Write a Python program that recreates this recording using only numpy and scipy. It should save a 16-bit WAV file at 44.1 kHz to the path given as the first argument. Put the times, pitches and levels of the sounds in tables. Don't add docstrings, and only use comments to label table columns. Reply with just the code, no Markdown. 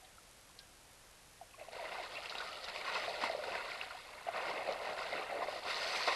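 import sys
import numpy as np
from scipy import signal
from scipy.fft import rfft, irfft, next_fast_len
from scipy.io import wavfile
from scipy.ndimage import map_coordinates

SR = 44100
rng = np.random.default_rng(int(sys.argv[2]) if len(sys.argv) > 2 else 0)


def put_to_file(sound):
    columns = np.atleast_2d(sound).T
    safe = np.clip(columns, -1, 1)
    whole_steps = np.round(safe * 32767)
    wavfile.write(sys.argv[1], SR, whole_steps.astype(np.int16))


N = 271215

# start_s, length_s, settling_s, splash_db, gulp_db (re splash), spray_db (re splash)
STROKES = [(1.572, 0.036, 0.11, -59, 2.5, -6.5), (1.705, 0.15, .12, -52, -2.5, -7),
           (1.822, .065, 0.042, -48, -2.5, -14), (1.894, 0.15, 0.062, -48.5, -3.5, -7.5),
           (2.096, 0.089, 0.035, -51, -1, -3.5), (2.209, 0.05, 0.041, -50.5, -5, -1.5),
           (2.287, .18, 0.082, -51, -3.5, -3.5), (2.437, .15, 0.087, -59, 2.5, 3),
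           (2.61, .035, .04, -52, -5, -1), (2.66, .035, 0.047, -49, -2.5, -5),
           (2.725, 0.083, 0.094, -48, -3, -4.5), (2.83, 0.16, 0.069, -44, -7, -8),
           (2.923, 0.072, 0.073, -45.5, -5.5, -7), (3.008, 0.18, 0.076, -49, 2, -3),
           (3.191, 0.057, 0.075, -41, -3, -7.5), (3.295, 0.25, .12, -51.5, 2, -6),
           (3.445, 0.11, 0.061, -49, -0.5, -7.5), (3.515, 0.08, 0.13, -44, -14, -10.5),
           (3.628, .19, 0.086, -48.5, -4, -6), (3.887, 0.059, 0.16, -52.5, -8.5, -6.5),
           (4.036, .49, .12, -56, -3.5, -10), (4.247, 0.044, 0.036, -47.5, -5, -17),
           (4.312, 0.15, 0.21, -43.5, -2, -10.5), (4.445, .16, 0.05, -47, -0.5, -15),
           (4.646, 0.064, 0.11, -44.5, 1, -10.5), (4.802, 0.1, 0.084, -46, 0.5, -8),
           (4.954, 0.19, 0.087, -45.5, -2.5, -7.5), (5.112, .11, 0.08, -43.5, -1, -15),
           (5.275, 0.15, 0.066, -48, 4, -11), (5.461, 0.056, 0.18, -47.5, 0, -4.5),
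           (5.633, 0.044, 0.049, -45.5, -0.5, -6.5), (5.659, 0.071, 0.051, -44.5, -16, -3.5),
           (5.736, 0.2, 0.099, -43.5, -5.5, -2), (5.928, 0.23, .1, -42, -6, -2.5)]
ATTACK_S = 0.027
SURGE_DB, SURGE_RATE = 0.69, 16

# frequency_hz, gain_db
GULP_COLOUR = [(70, -33), (150, -21), (260, -15), (330, -13), (420, -7), (540, -3.5), (640, 0), (760, -1.5),
               (850, -8), (950, -11), (1400, -40)]
SPLASH_COLOUR = [(550, -59), (830, -13), (930, -0.5), (1080, -0.5), (1300, -3), (1480, 0), (1670, -10),
                 (1880, -4), (2100, -1.5), (2370, -9.5), (2620, -3), (3050, -16.5), (3700, -6), (6000, -22)]
SPRAY_COLOUR = [(1800, 6), (2600, -7), (3200, -8), (3600, -6.5), (4250, -4.5), (4700, -8), (5200, -11),
                (5900, -38), (6800, -14), (7700, -12.5), (9500, -20), (12000, -23.5)]
GULP_TRIM_DB, SPLASH_TRIM_DB, SPRAY_TRIM_DB = -0.53, -0.5, 1
GURGLE_DB = -7.5
HEAVE_DB, HEAVE_HZ = -20.5, 228

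# frequency_hz, gain_db
FOAM_COLOUR = [(3500, 1), (5000, 4.5), (5600, -6.5), (6100, 2), (6900, -25), (7700, -14), (12000, -12)]
FOAM_DB, FOAM_KNEE_DB, FOAM_GROWS = -50, -45, 1.9

# start_s, level_db, brightness_db_per_octave, t60_s
SLAPS = [(2.353, -32, -6, 0.0064), (2.4047, -33.5, -0.5, 0.063), (2.685, -41.5, 5, 0.059),
         (2.761, -27.5, 0.5, 0.013), (3.2369, -22.5, 0, 0.049), (3.255, -31, 1, 0.06),
         (3.437, -31, 1.5, 0.031), (3.553, -29, -3, 0.023), (4.286, -34, -3.5, 0.032),
         (4.685, -33, -2.5, 0.11), (5.418, -32.5, -2.5, 0.14), (5.694, -29, 1.5, 0.15),
         (6.071, -20, -2, 0.12), (6.119, -25.5, -0.5, 0.065)]

# start_s, level_db, pitch_hz, t60_s, bend_octaves
PLOPS = [(.025, -52.5, 734, 0.15, 0.055), (0.182, -42, 1340, 0.03, -0.048), (.498, -48, 1010, 0.028, 0.052),
         (.598, -54.5, 1610, .2, 0), (1.412, -37, 795, 0.071, -0.41), (1.51, -51, 2620, 0.027, 0),
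         (1.538, -46.5, 2530, 0.028, 0), (1.597, -42.5, 2460, 0.035, .3), (1.611, -36, 725, 0.078, -0.51),
         (1.623, -44, 2600, 0.032, 0), (1.646, -45, 1000, 0.043, 0.19), (1.684, -30, 684, 0.024, -.1),
         (1.73, -42, 646, .06, -0.099), (1.764, -27.5, 530, 0.021, 0), (1.786, -38.5, 938, 0.11, 0.051),
         (1.794, -36.5, 737, 0.19, -0.18), (1.826, -31, 566, 0.046, 0.33), (1.839, -29.5, 896, 0.029, 0.4),
         (1.856, -39, 1990, 0.077, .05), (1.88, -41, 610, .04, .3), (1.909, -34, 686, 0.043, 0.13),
         (1.983, -35, 784, 0.14, -0.17), (1.999, -31, 656, 0.056, 0.13), (2.131, -38, 667, 0.055, -0.13),
         (2.203, -38, 780, .04, -0.089), (2.311, -35.5, 930, 0.051, 0.21), (2.323, -30, 1370, 0.03, 0.056),
         (2.352, -25, 800, 0.019, 0.0055), (2.403, -30.5, 1300, 0.047, 0.52), (2.482, -39, 1230, 0.032, 0),
         (2.677, -36, 1400, .035, -0.062), (2.898, -30, 1380, .025, 0.22), (3.079, -24, 700, 0.043, -0.061),
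         (3.182, -34, 790, .04, -0.41), (3.223, -27, 570, 0.021, -0.11), (3.238, -18, 1068, 0.022, -0.058),
         (3.2975, -18.5, 663, 0.031, -0.046), (3.333, -25.5, 710, 0.03, -0.057),
         (3.348, -21.5, 575, 0.032, -0.2), (3.388, -29, 634, .06, -0.15),
         (3.437, -33.5, 1440, 0.046, 0.058), (3.481, -24.5, 524, 0.03, 0.046),
         (3.907, -32.5, 1410, 0.037, 0.035), (3.948, -34.5, 740, 0.057, -0.014),
         (4.267, -25.5, 614, 0.038, 0.5), (4.285, -19, 770, 0.032, -0.45), (4.605, -33, 730, 0.09, -.2),
         (4.688, -22, 583, 0.042, -0.13), (4.988, -32, 720, .04, 0), (5.171, -37, 585, 0.026, 0.075),
         (5.341, -34, 580, 0.072, -0.17), (5.389, -36, 750, 0.022, -0.16), (5.406, -26, 696, 0.048, 0.24),
         (5.419, -30, 1000, 0.071, 0.12), (5.425, -30, 752, 0.049, -0.088),
         (5.484, -18.5, 620, 0.02, -0.25), (5.558, -29.5, 660, 0.045, 0.12),
         (6.073, -15.5, 673, 0.029, -0.036), (6.088, -26, 1070, 0.036, -0.076),
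         (6.111, -17, 1070, 0.02, -0.094)]
PLOP_TRIM_DB, BEND_S = -3, 0.015

# start_s, level_db, pitch_hz
THUDS = [(3.233, -35, 265), (4.535, -41, 314), (4.687, -45, 222), (5.152, -43.5, 288), (5.385, -42.5, 300)]
THUD_T60_S = 0.048

# start_s, length_s, level_db, first_pitch_hz, last_pitch_hz
GLUGS = [(1.541, 0.014, -47, 1110, 900), (1.73, .04, -51, 970, 1190), (3.256, .025, -33, 950, 750),
         (3.389, 0.084, -38.5, 650, 440), (4.348, 0.081, -35.5, 1244, 930), (4.677, 0.048, -32.5, 525, 713),
         (4.821, 0.078, -38, 610, 810), (5.31, 0.066, -35, 810, 550), (5.814, 0.06, -34, 595, 688)]
GLUG_RATE, GLUG_T60_S = 100, 0.034

# start_s, level_db, pitch_hz, scatter_t60_s
DRIPS = [(.046, -44, 3180, 0.11), (0.59, -35, 4100, 0.078), (1.691, -41.5, 2600, .03),
         (1.731, -36, 4300, 0.015), (1.753, -36, 2120, 0.033), (1.852, -34, 2040, .07),
         (1.887, -34, 2800, .025), (1.9453, -32, 1150, 0.02), (2.036, -34, 3860, .03),
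         (2.079, -40, 3400, .015), (2.1544, -30.5, 4040, .012), (2.172, -32, 2680, .06),
         (2.258, -26, 2630, 0.044), (2.296, -27, 4040, 0.094), (2.3535, -25.5, 2790, 0.017),
         (2.3832, -24, 3820, 0.032), (2.529, -29, 2900, 0.044), (2.556, -31, 2880, 0.025),
         (2.573, -33, 3880, .02), (2.643, -30, 4340, 0.045), (2.6848, -29.5, 4200, 0.02),
         (2.685, -28, 2060, 0.028), (2.697, -31, 3960, 0.027), (2.761, -28, 2550, .015),
         (2.814, -28, 2320, 0.044), (2.8803, -29, 2500, .03), (3.0397, -26, 2140, 0.034),
         (3.5207, -25.5, 2700, 0.022), (3.553, -22, 1930, 0.029), (3.662, -33, 1320, .025),
         (3.7175, -24.5, 2190, 0.015), (3.761, -35, 1220, 0.052), (3.8127, -21.5, 2700, 0.029),
         (4.724, -28, 4140, 0.023), (5.129, -29, 3800, .02), (5.177, -28, 2200, 0.072)]
DRIP_TRIM_DB = -8.5

# start_s, length_s, level_db, pitch_hz
TRICKLES = [(1.496, 0.13, -70, 2540), (2.15, 0.042, -52, 2570), (2.349, 0.32, -54.5, 1357)]
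TRICKLE_SPREAD = 0.09

FALL_S, SHOWER_DB, SHOWER_TOP_DB = 0.06, -4, -46

# frequency_hz, gain_db
HISS_COLOUR = [(12, -40), (20, -0.5), (97, -6.5), (127, -8.5), (228, -13.5), (261, -12.5), (458, -12.5),
               (510, -9.5), (632, -10), (1170, -13), (1270, -13.5), (1750, -13.5), (2540, -15),
               (3800, -16.5), (12000, -20.5), (15600, -77), (22000, -120)]
HISS_DB = -61
TOP_HZ = 12150


def amp(db):
    return 10 ** (np.asarray(db) / 20)


def unit(x):
    return x / np.sqrt(np.mean(x ** 2) + 1e-20)


def colour(points, hz):
    f, db = np.transpose(points)
    return amp(np.interp(np.log(hz + 1), np.log(f), db, left=-80, right=-80))


def filtered(x, response):
    m = next_fast_len(len(x) + 8192)
    spectrum = rfft(x, m) * response(np.fft.rfftfreq(m, 1 / SR))
    return irfft(spectrum, m)[:len(x)]


def wobble(rate):
    knots = rng.standard_normal(int(N * rate / SR) + 4)
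    return map_coordinates(knots, [np.arange(N) * rate / SR])


def add(track, s, sound):
    part = track[round(s * SR):][:len(sound)]
    part += sound[:len(part)]


def bubbles(rate, low_hz, high_hz, cycles, spread_db, size, rise=0.19):
    when, pitch, life, strength, bend = rng.random((int(rate * N / SR), 5)).T[:, :, None]
    hz = low_hz + (high_hz - low_hz) * pitch
    t = np.arange(size) / SR
    age = t * hz / (cycles * (.5 + life))
    loud = amp(-spread_db * np.log(np.maximum(strength, .02))) * np.sqrt(hz)
    envelope = loud * amp(-60 * age) * (1 - np.exp(-2 * t * hz))
    glide = 1 + rise * (bend - .3) * np.minimum(age, 1)
    tones = envelope * np.sin(2 * np.pi * hz * t * glide)
    at = (when * N).astype(int) + np.arange(size)
    return unit(np.bincount(at.ravel(), tones.ravel(), N)[:N])


def churn(grains, spectrum, wash_db, clump_db):
    crowd = grains + amp(wash_db) * rng.standard_normal(N)
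    clumped = crowd * amp(clump_db * wobble(80))
    return unit(filtered(clumped, lambda hz: colour(spectrum, hz)))


def strokes():
    t, power = np.arange(N) / SR, np.zeros((3, N))
    for s, length, settle, db, gulp_db, spray_db in STROKES:
        rising = np.clip((t - s) / ATTACK_S, 0, 1)
        settling = np.exp(-np.maximum(t - s - length, 0) / settle)
        levels = amp([[db + gulp_db], [db], [db + spray_db]])
        power += (levels * rising * settling) ** 2
    return np.sqrt(power) * amp(SURGE_DB * wobble(SURGE_RATE))


def stirred_water(gulping, splashing, spraying):
    large = bubbles(850, 310, 1000, cycles=24, spread_db=1.1, size=2800, rise=.2)
    small = bubbles(1300, 800, 3200, cycles=36, spread_db=2.1, size=2000, rise=.13)
    tiny = bubbles(1800, 2400, 6000, cycles=26, spread_db=2.6, size=600)
    gulp = gulping * churn(large, GULP_COLOUR, wash_db=-1, clump_db=.6)
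    splash = splashing * churn(small, SPLASH_COLOUR, wash_db=-3, clump_db=.7)
    spray = spraying * churn(tiny, SPRAY_COLOUR, wash_db=-2, clump_db=1.3)
    return amp(GULP_TRIM_DB) * gulp + amp(SPLASH_TRIM_DB) * splash + amp(SPRAY_TRIM_DB) * spray


def gurgle(gulping):
    notes = bubbles(70, 520, 1050, cycles=28, spread_db=1.5, size=3000)
    return amp(GURGLE_DB) * gulping * notes


def heave(gulping):
    noise = rng.standard_normal(N)
    low = filtered(noise, lambda hz: 1 / (1 + np.log2((hz + 1) / HEAVE_HZ) ** 2) ** 2)
    return amp(HEAVE_DB) * gulping * unit(low)


def foam(spraying):
    fine = bubbles(2100, 4300, 8000, cycles=14, spread_db=4, size=150)
    strength = amp(FOAM_DB) * (spraying / amp(FOAM_KNEE_DB)) ** FOAM_GROWS
    return strength * churn(fine, FOAM_COLOUR, wash_db=0, clump_db=1.5)


def slaps(attack_share=0.091):
    out, t = np.zeros(N), np.arange(SR // 5) / SR

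    def water(hz):
        return colour(GULP_COLOUR, hz) + amp(-3.5) * colour(SPLASH_COLOUR, hz) + amp(-15.5) * colour(SPRAY_COLOUR, hz)

    for s, db, bright_db, t60 in SLAPS:
        noise = rng.standard_normal(len(t))
        burst = unit(filtered(noise, lambda hz: water(hz) * amp(bright_db * np.log2(hz / 1000 + 0.0062))))
        swell = 1 - np.exp(-t / (attack_share * t60))
        add(out, s, amp(db - 60 * t / t60) * swell * burst)
    return signal.sosfilt(signal.butter(2, 380, "high", fs=SR, output="sos"), out)


def plops(swell_cycles=1.3):
    out, t = np.zeros(N), np.arange(SR // 5) / SR
    for s, db, hz, t60, bend in PLOPS:
        pitch = hz * 2 ** (bend * (1 - np.exp(-t / BEND_S)))
        phase = 2 * np.pi * np.cumsum(pitch) / SR
        swell = 1 - np.exp(-(t * hz / swell_cycles) ** 2)
        add(out, s, amp(db + PLOP_TRIM_DB - 60 * t / t60) * swell * np.sin(phase))
    return out


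def thuds():
    out, t = np.zeros(N), np.arange(SR // 5) / SR
    for s, db, hz in THUDS:
        swell = 1 - np.exp(-t * hz)
        add(out, s, amp(db - 60 * t / THUD_T60_S) * swell * np.sin(2 * np.pi * hz * t))
    return out


def glugs(scatter=0.023, spread_db=2):
    out, t = np.zeros(N), np.arange(SR // 10) / SR
    for s, length, db, first_hz, last_hz in GLUGS:
        count = int(length * GLUG_RATE) + 1
        for k, (late, size, loud) in enumerate(rng.standard_normal((count, 3))):
            age = max(k + late / 2, 0) / GLUG_RATE
            hz = np.interp(age, [0, length], [first_hz, last_hz]) * (1 + scatter * size)
            envelope = amp(db + spread_db * loud - 60 * t / GLUG_T60_S) * (1 - np.exp(-t * hz / 2))
            add(out, s + age, envelope * np.sin(2 * np.pi * hz * t))
    return out


def drips(t60=0.014, scatter_db=-8, width_share=0.4):
    out, t = np.zeros(N), np.arange(SR // 10) / SR
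    for s, db, hz, scatter_t60 in DRIPS:
        tick = amp(-60 * t / t60) * np.sin(2 * np.pi * hz * t)
        noise = rng.standard_normal(len(t))
        droplets = unit(filtered(noise, lambda f: 1 / (1 + ((f - hz) / (width_share * hz)) ** 6)))
        scatter = amp(scatter_db - 60 * t / scatter_t60) * droplets
        add(out, s, amp(db + DRIP_TRIM_DB) * (tick + scatter))
    return out


def trickles():
    out, t = np.zeros(N), np.arange(N) / SR
    for s, length, db, hz in TRICKLES:
        flow = np.clip(np.minimum(t - s, s + length - t) / 0.014, 0, 1)
        low_hz, high_hz = hz * (1 - TRICKLE_SPREAD), hz * (1 + TRICKLE_SPREAD)
        stream = bubbles(60, low_hz, high_hz, cycles=160, spread_db=-0.5, size=2200, rise=.03)
        out += amp(db) * flow * stream
    return out


def shower(spraying):
    ticks = bubbles(130, 1500, 5200, cycles=7, spread_db=2.6, size=200, rise=.2)
    pings = bubbles(150, 1000, 4700, cycles=30, spread_db=2.2, size=2000)
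    t = np.arange(N) / SR
    falling = np.minimum(np.interp(t - FALL_S, t, spraying), amp(SHOWER_TOP_DB))
    return amp(SHOWER_DB) * falling * unit(ticks + .6 * pings)


def softened(x, edge_hz=5400):
    return signal.sosfilt(signal.butter(3, edge_hz, fs=SR, output="sos"), x)


def banks(x, t60=0.11):
    t = np.arange(SR // 2) / SR
    tail = rng.standard_normal(len(t)) * amp(-60 * t / t60)
    return signal.fftconvolve(x, tail / np.linalg.norm(tail))[:N]


def hiss():
    noise = rng.standard_normal(N)
    return amp(HISS_DB) * unit(filtered(noise, lambda hz: colour(HISS_COLOUR, hz)))


def mains_buzz(first_s=0.013, db=-40, spread_db=2):
    at = np.arange(round(first_s * SR), N, SR // 50)
    spikes = np.zeros(N)
    spikes[at] = -amp(db + spread_db * rng.standard_normal(len(at)))
    return signal.sosfilt(signal.butter(1, 2500, "high", fs=SR, output="sos"), spikes)


def scene():
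    gulping, splashing, spraying = strokes()
    churned = stirred_water(gulping, splashing, spraying) + gurgle(gulping) + heave(gulping) + foam(spraying)
    single_bubbles = plops() + thuds() + glugs()
    falling_water = drips() + trickles() + softened(shower(spraying))
    water = churned + slaps() + single_bubbles + falling_water
    echo = amp(-15) * banks(water)
    mono = water + echo + hiss() + mains_buzz()
    return np.array([mono, mono])


def record(dry):
    return np.array([filtered(x, lambda hz: 1 / (1 + (hz / TOP_HZ) ** 200)) for x in dry])


dry = scene()
out = record(dry)
put_to_file(out)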